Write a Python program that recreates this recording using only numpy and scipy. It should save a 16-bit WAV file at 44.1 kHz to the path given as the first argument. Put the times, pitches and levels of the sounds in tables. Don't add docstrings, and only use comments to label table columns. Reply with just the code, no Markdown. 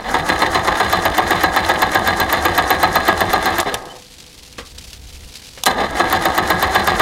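import sys
import numpy as np
from scipy import signal
from scipy.fft import rfft, irfft
from scipy.io import wavfile
from scipy.ndimage import uniform_filter1d

SR = 44100
rng = np.random.default_rng(int(sys.argv[2]) if len(sys.argv) > 2 else 0)


def transcribe(u):
    v = np.clip(np.atleast_2d(u).T, -1, 1)
    q = np.round(v * 32767).astype(np.int16)
    wavfile.write(sys.argv[1], SR, q)


N = 309141
TIME = np.arange(N) / SR
BINS = np.fft.rfftfreq(16384, 1 / SR)
CYLINDERS, FULL_PACE = 3, 8
KNOCK_DB, KNOCK_LAW = -11, .9


def amp(db):
    return 10 ** (np.asarray(db) / 20)

def unit(x):
    return x / np.sqrt(np.mean(x ** 2) + 1e-20)

def sine(hz):
    return np.sin(2 * np.pi * np.cumsum(hz) / SR)

def follow(rows, at):
    x, *columns = np.transpose(rows)
    return [np.interp(at, x, c) for c in columns]

def over_hz(points, hz=BINS):
    f, value = np.transpose(points)
    return np.interp(np.log(hz + 1), np.log(f), value)

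def eq(points):
    return amp(over_hz(points))

def modes(rows):
    return np.sqrt(sum((amp(db) / (1 + ((BINS - hz) / width) ** 2)) ** 2 for hz, width, db in rows))

def colour(x, gain):
    log_gain = np.log(np.maximum(unit(gain), 1e-5))
    mirrored = np.r_[log_gain, log_gain[-2:0:-1]]
    response = np.fft.ifft(np.exp(np.conj(signal.hilbert(mirrored)))).real
    return signal.oaconvolve(x, response[:len(response) // 4])[:len(x)]

def tilted(x, bright_db, pivot_hz=1900):
    low = signal.lfilter(*signal.butter(1, pivot_hz, fs=SR), x)
    return amp(-bright_db) * low + amp(bright_db) * (x - low)

def resonate(x, hz, width):
    r = np.exp(-np.pi * width / SR)
    return signal.lfilter([np.sqrt(2 * (1 - r * r))], [1, -r * np.exp(2j * np.pi * hz / SR)], x).real

def grains(count, per_s, spread_db):
    size = amp(spread_db * np.minimum(rng.exponential(1, count), 4)) * rng.choice([-1, 1], count)
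    return unit(size * (rng.random(count) < per_s / SR))

def wander(seconds):
    hz = np.fft.rfftfreq(N, 1 / SR)
    return unit(irfft(rfft(rng.standard_normal(N)) * np.exp(-(hz * seconds) ** 2), N))

def swell(place, centre, length):
    return np.exp(-.5 * (((place - centre + .5) % 1 - .5) / length) ** 2)

def swing(place, peak):
    return np.cos(2 * np.pi * (place - peak))

def add(mix, s, sound):
    part = mix[max(round(s * SR), 0):][:len(sound)]
    part += sound[:len(part)]


# frequency in Hz, relative level in dB.
AIR_EQ = [(18, -29), (30, 3), (145, 0.5), (165, -1.5), (280, -3.5), (328, -7.5), (499, -7), (569, -14),
          (760, -11), (1220, -18), (3870, -14.5), (11100, -24), (16000, -39)]
# time in seconds, wind level in dB, patter level in dB.
BED_FADERS = [(0, -61, -48), (4.2, -60, -43.5), (4.55, -47, -44.5), (4.75, -39.5, -41), (4.95, -40.5, -39),
              (5.27, -35.5, -43), (5.36, -49, -38), (7.01, -41, -48)]

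def yard(air_db=-46, drops_per_s=220, splash_s=0.0041):
    wind_db, patter_db = follow(BED_FADERS, TIME)
    hush = amp(air_db) * colour(rng.standard_normal(N), eq(AIR_EQ))
    splashes = signal.lfilter([1], [1, -np.exp(-1 / (splash_s * SR))], grains(N, drops_per_s, 3.6) ** 2)
    drops = unit(np.sqrt(splashes) * rng.standard_normal(N))
    patter = colour(drops, eq([(400, -6.5), (1400, -7), (2000, -3), (2700, 1), (4500, 3.5),
                               (7000, -2), (11000, -8), (16000, -18)]))
    wind = colour(rng.standard_normal(N), eq([(15, -14), (40, -4), (70, -1), (130, -21.5), (1500, -46)]))
    return hush + amp(patter_db) * patter + amp(wind_db) * wind

def hum(hz=497, width=7, db=-59):
    band = resonate(rng.standard_normal(N), hz, width)
    return amp(db) * unit(resonate(band, hz, 2 * width))

def drips(count=170, softest_db=-41, range_db=10.5, lowest_hz=1700, decay=.0012):
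    out, t = np.zeros(N), TIME[:1024]
    for when, pitch, size in rng.random((count, 3)):
        ping = np.exp(-t / decay) * np.sin(2 * np.pi * lowest_hz * 4 ** pitch * t)
        add(out, when * N / SR, amp(softest_db + range_db * size) * ping)
    return out

# frequency in Hz, width in Hz, relative level in dB.
PANEL_MODES = [(510, 35, 6), (400, 180, -8), (1120, 670, -8.5), (2200, 3000, -10)]
# start in seconds, level in dB.
BUMPS = [(4.582, -22), (5.575, -32.5)]

def clunks(decay=0.02):
    out, t = np.zeros(N), TIME[:8192]
    for s, db in BUMPS:
        add(out, s, amp(db) * np.exp(-t / decay) * grains(len(t), 4000, 0.78))
    return colour(out, modes(PANEL_MODES))

# frequency in Hz, seconds to fall by 60 dB.
HULL_DECAY = [(100, 0.27), (350, 0.17), (800, 0.092), (1200, 0.32), (2000, 0.06), (4000, 0.024),
              (9000, 0.058)]

def hull(x, tails=3, rock_hz=1.677):
    out = np.zeros(N)
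    for k in range(tails):
        echoes = grains(SR // 3, 2500, 1) * (TIME[:SR // 3] > .004)
        hz, t, spectrum = signal.stft(echoes, SR, nperseg=256)
        fade = amp(-60 * t[None] / over_hz(HULL_DECAY, hz)[:, None])
        tail = signal.istft(spectrum * fade, SR, nperseg=256)[1]
        weight = np.sqrt(2 / tails) * np.cos(np.pi * (rock_hz * TIME + k / tails))
        out += signal.oaconvolve(x * weight, tail / np.linalg.norm(tail))[:N]
    return out

def chirp(start=3.892, length=0.039, hz=2920, arch=0.051, db=-34):
    out = np.zeros(N)
    bow = np.sin(np.pi * np.arange(0, 1, 1 / (length * SR)))
    add(out, start, amp(db) * bow * sine(hz * (1 + arch * bow)))
    return out

# time in seconds, level in dB.
SQUEAK_FADER = [(0, -50), (.65, -36), (.98, -9), (1.7, -18), (2.25, -7.5), (3.6, -15), (5.98, -45),
                (6.13, -10.5), (7, -15)]

def squeaks(strokes, hz=13650, scatter_hz=200, vary_db=2, width_s=0.00075, glide=0.0049, waver=.02):
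    out, t = np.zeros(N), TIME[:1024] - TIME[512]
    envelope = np.exp(-.5 * (t / width_s) ** 2)
    for s, _ in strokes:
        size, detune = rng.uniform(-1, 1, 2) * np.sqrt(3)
        db = follow(SQUEAK_FADER, s)[0] + vary_db * size
        flutter = unit(uniform_filter1d(rng.standard_normal(len(t)), 24))
        pitch = (hz + scatter_hz * detune) * (1 - glide * t / width_s + waver * flutter)
        add(out, s + t[0] + 0.0012, amp(db) * envelope * sine(pitch))
    return out

# frequency in Hz, width in Hz, relative level in dB.
STEEL_MODES = [(600, 130, -31), (3000, 410, 6.5), (3550, 340, 8.5), (6000, 3500, 5), (8900, 300, -1),
               (10600, 2200, 2.5)]
# offset from the compression in seconds, level in dB.
LOOSE_PARTS = [(-.029, -23.5), (-.013, -36), (.045, -29.5)]

def ticks(strokes, vary_db=4, scatter_s=0.0025, decay=0.0019):
    out, t = np.zeros(N), TIME[:1024]
    for s, _ in strokes:
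        for lag, db in LOOSE_PARTS:
            late, size = rng.uniform(-1, 1, 2)
            tick = np.exp(-t / decay) * grains(len(t), 8100, 0.67)
            add(out, s + lag + scatter_s * late, amp(db + vary_db * size) * tick)
    return colour(out, modes(STEEL_MODES))

# centre and width as shares of a turn, pitch at full pace in Hz, level in dB.
BOOMS = [(.07, 0.047, 89.1, -25.5), (.09, 0.055, 176, -28.5), (.19, 0.07, 63.9, -28.5),
         (.44, 0.062, 100.6, -29), (.46, 0.08, 192.2, -31), (.5, 0.055, 51.2, -36.5), (.58, .06, 75.8, -27),
         (.79, 0.1, 92.1, -27), (.81, 0.067, 177, -25.5), (.88, 0.088, 52.8, -33)]

def crankcases(pace, turn, waver_hz=6, unrest=0.58):
    out = np.zeros(N)
    for centre, length, hz, db in BOOMS:
        pitch = hz * pace + waver_hz * wander(0.0113)
        envelope = swell(turn, centre, length) * (1 + unrest * wander(0.013))
        out += np.sqrt(2) * amp(db) * envelope * sine(pitch)
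    return out

def whine(pace, turn, hz=333, bend=0.0697, highest_at=.77, db=-32, swing_db=2.5, unrest=0.29):
    wave = swing(turn, highest_at)
    pitch = hz * pace * (1 + bend * wave)
    roughness = 1 + unrest * wander(0.0019)
    return np.sqrt(2) * amp(db + swing_db * wave) * roughness * sine(pitch)

# frequency in Hz, relative level in dB.
LEAK_EQ = [(300, -11), (1200, 14.5), (1900, 17), (2600, -11), (4500, 2), (6800, 4.5), (7600, -1.5),
           (11000, -1.5), (13000, -15), (16000, -13)]

def leak(travel, airflow, db=-22.5):
    fizz = colour(grains(N, 9000, 3.5), eq(LEAK_EQ))
    return amp(db) * swell(travel, centre=0.89, length=0.17) * airflow * fizz

# start in seconds, level in dB, decay in seconds,
# share of the power sent to the block, brightness in dB.
STARTER_HITS = [(3.601, -12.5, 0.0056, 0.077, 11), (3.742, -10.5, 0.0045, 0.046, -6),
                (5.6364, -8, 0.0021, 0.023, -2), (5.6578, -13.5, 0.0057, 0.06, -4),
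                (5.6628, -3, 0.0037, 0.82, 5), (5.6675, -5.5, 0.01, 1, 0), (5.909, -31, 0.0029, .1, -2)]

def clacks():
    steel, jolts, t = np.zeros(N), np.zeros(N), TIME[:8192]
    for s, db, decay, share, bright_db in STARTER_HITS:
        burst = amp(db) * np.exp(-t / decay) * unit(tilted(rng.standard_normal(len(t)), bright_db))
        add(steel, s, np.sqrt(1 - share) * burst)
        add(jolts, s, np.sqrt(share) * burst)
    return colour(steel, modes(STEEL_MODES)), jolts

# frequency in Hz, width in Hz, relative level in dB.
FLYWHEEL_MODES = [(1646, 5.9, 0), (4065, 21, -5), (759.3, 18, 2.5)]

def flywheel(mesh, blows, pumping):
    force = .6 * pumping * mesh + blows
    return amp(-13) * sum(amp(db) * resonate(force, hz, width) for hz, width, db in FLYWHEEL_MODES)

# frequency in Hz, width in Hz, relative level in dB.
BLOCK_MODES = [(262, 175, -14.5), (339, 45, -5), (408, 34, -9), (498, 71, -10), (564, 81, -12),
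               (663, 36, -6), (774, 88, -3.5), (869, 88, -4.5), (1048, 28, -4.5), (1134, 41, -6),
               (1224, 68, -7.5), (1210, 99, -11.5), (1642, 77, -7), (1700, 37.0, -32), (1815, 194, -10.5),
               (2012, 144, -11.5), (2263, 89, -19.5), (2477, 21, -18), (2640, 103, -21), (3035, 250, -18.5),
               (3588, 177, -14), (3970, 65, -14.5), (4110, 69, -13), (4850.0, 420, -25.5),
               (6720, 210, -22.5), (8600, 260, -25.5), (10500, 7000, -30.5)]
# frequency in Hz, relative level in dB.
GEAR_EQ = [(100, -9), (200, 7.5), (330, -2), (500, 3.5), (800, 1), (1150, 0), (1800, 2.5), (3500, 0.5),
           (5000, 0), (9000, -10.5), (15000, -14.5)]
KNOCK_EQ = [(100, -27.5), (200, -5), (300, -4.5), (450, -3), (800, -2.5), (1200, 2.5), (1800, 0),
            (3500, 1.5), (5000, 1.5), (9000, 2.5), (15000, -3)]

def block(mesh, blows):
    body = modes(BLOCK_MODES)
    return colour(mesh, body * eq(GEAR_EQ)) + colour(blows, body * eq(KNOCK_EQ))

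# delay after the compression in seconds, trim on the knock level in dB.
BOUNCES = [(.027, -5), (.049, -7)]

def rebounds(strokes, vary_db=5, scatter_s=.005, decay=0.00097):
    out, t = np.zeros(N), TIME[:1024]
    for s, effort in strokes:
        for lag, db in BOUNCES:
            late, size = rng.uniform(-1, 1, 2)
            blow = tilted(np.exp(-t / decay) * grains(len(t), 8000, 1), bright_db=-8)
            level = amp(KNOCK_DB + db + vary_db * size) * effort ** KNOCK_LAW
            add(out, s + lag + scatter_s * late, level * blow)
    return out

def knocks(strokes, rise=0.0023, hold=0.013, decay=0.0074, clash_decay=0.0038, lead_s=.002):
    out, t = np.zeros(N), TIME[:4096]
    weight = (1 - np.exp(-t / rise)) * np.exp(-np.maximum(t - hold, 0) / decay)
    contact = amp(-4) * np.exp(-t / clash_decay)
    dull = signal.butter(2, 4600, fs=SR)
    for s, effort in strokes:
        bright_db = -1.83 + 2 * rng.uniform(-1, 1)
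        chatter = weight * grains(len(t), 2500, 3)
        thump = tilted(signal.lfilter(*dull, chatter), bright_db)
        clash = tilted(contact * grains(len(t), 8000, 0.33), bright_db=5)
        add(out, s - lead_s, amp(KNOCK_DB) * effort ** KNOCK_LAW * (thump + clash))
    return out

# centre in seconds, width in seconds, boost or cut in dB.
GEAR_STRAINS = [(0.03, 0.018, -5.5), (0.1, 0.034, 5), (0.397, .15, 1), (3.576, 0.0088, -3.5),
                (3.639, 0.013, -18), (3.675, 0.015, 9.5), (3.74, .018, 6), (3.797, .018, -3),
                (5.674, 0.036, 12.5), (5.82, 0.047, 13), (5.886, .02, -9.5)]

def starter_effort(pace, law=1.58):
    strain_db = sum(db * np.exp(-.5 * ((TIME - s) / width) ** 2) for s, width, db in GEAR_STRAINS)
    return pace ** law * amp(strain_db)

# time in seconds, compressions a second.
CRANK_RATE = [(0, 4.727), (0.32, 7.717), (0.6, 7.877), (0.85, 7.954), (1.7, 7.757), (2.2, 7.948),
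              (3.6, 7.965), (3.75, 5.4), (3.97, 2.7), (4.03, 0), (5.655, 0), (5.68, 6.1), (5.84, 5.6),
              (5.96, 7.538), (6.35, 8.075), (7.01, 8.097)]
# start and end of pumping and first compression in seconds, its cylinder (0-2).
CRANK_RUNS = [(0, 3.645, .143, 2), (5.87, 7.02, 5.997, 1)]

def crank():
    rate, = follow(CRANK_RATE, TIME)
    passed = np.cumsum(rate) / SR
    travel, pumping = np.zeros(N), np.zeros(N)
    for start, stop, first, cylinder in CRANK_RUNS:
        travel = np.where(TIME >= start, passed - np.interp(first, TIME, passed) + cylinder, travel)
        pumping[(TIME > start) & (TIME < stop)] = 1
    tops = np.flatnonzero((np.diff(np.floor(travel)) > 0) & (pumping[:-1] > 0))
    return rate / FULL_PACE, travel, uniform_filter1d(pumping, 400), tops

def gears(pace, travel, pumping, effort, db=-21.5, full_tooth_hz=340, sag=.1, clump_db=3.5):
    tooth_hz = full_tooth_hz * pace * (1 - sag * pumping * swing(travel, peak=-.05))
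    teeth = np.cumsum(tooth_hz) / SR
    strikes = np.diff(np.floor(teeth), prepend=0) * (1 + 0.32 * rng.standard_normal(N))
    scrape = grains(N, 7000, 2.36) * (0.53 + np.exp(-(teeth % 1) / 0.16))
    force = amp(-11) * unit(strikes - strikes.mean()) + 0.86 * unit(scrape)
    soft = signal.sosfiltfilt(signal.butter(2, 1400, fs=SR, output="sos"), force)
    hardness = np.minimum(tooth_hz / 270, 1) ** 3 * amp(clump_db * wander(0.016) - 1)
    load_db = 1.5 * pumping * (1 + swing(travel, peak=0.23))
    return amp(db + load_db) * effort * (soft + hardness * (force - soft))

def scene():
    pace, travel, pumping, tops = crank()
    turn = travel / CYLINDERS
    effort = starter_effort(pace)
    strokes = list(zip(TIME[tops], effort[tops]))
    airflow = np.minimum(amp(-3.5) * effort, 1) * pace ** 0.62
    mesh = gears(pace, travel, pumping, effort)
    steel, jolts = clacks()
    blows = jolts + knocks(strokes) + rebounds(strokes)
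    hiss = leak(travel, airflow * pumping)
    growl = airflow * (.5 + .5 * pumping) * (crankcases(pace, turn) + whine(pace, turn))
    engine = block(mesh, blows) + hiss + ticks(strokes) + clunks()
    reflections = amp(-15.5) * hull(engine)
    details = flywheel(mesh, blows, pumping) + steel + squeaks(strokes) + chirp()
    return (engine + reflections + growl + details + hum() + yard() + drips())[None]

def record(dry, ceiling=0.96, cutoff_hz=15950):
    rounded = dry / (1 + (dry / ceiling) ** 4) ** (1 / 4)
    lowpass = signal.firwin(255, cutoff_hz, window=("kaiser", 9), fs=SR)
    return signal.oaconvolve(rounded, lowpass[None], "same")

dry = scene()
out = record(dry)
transcribe(out)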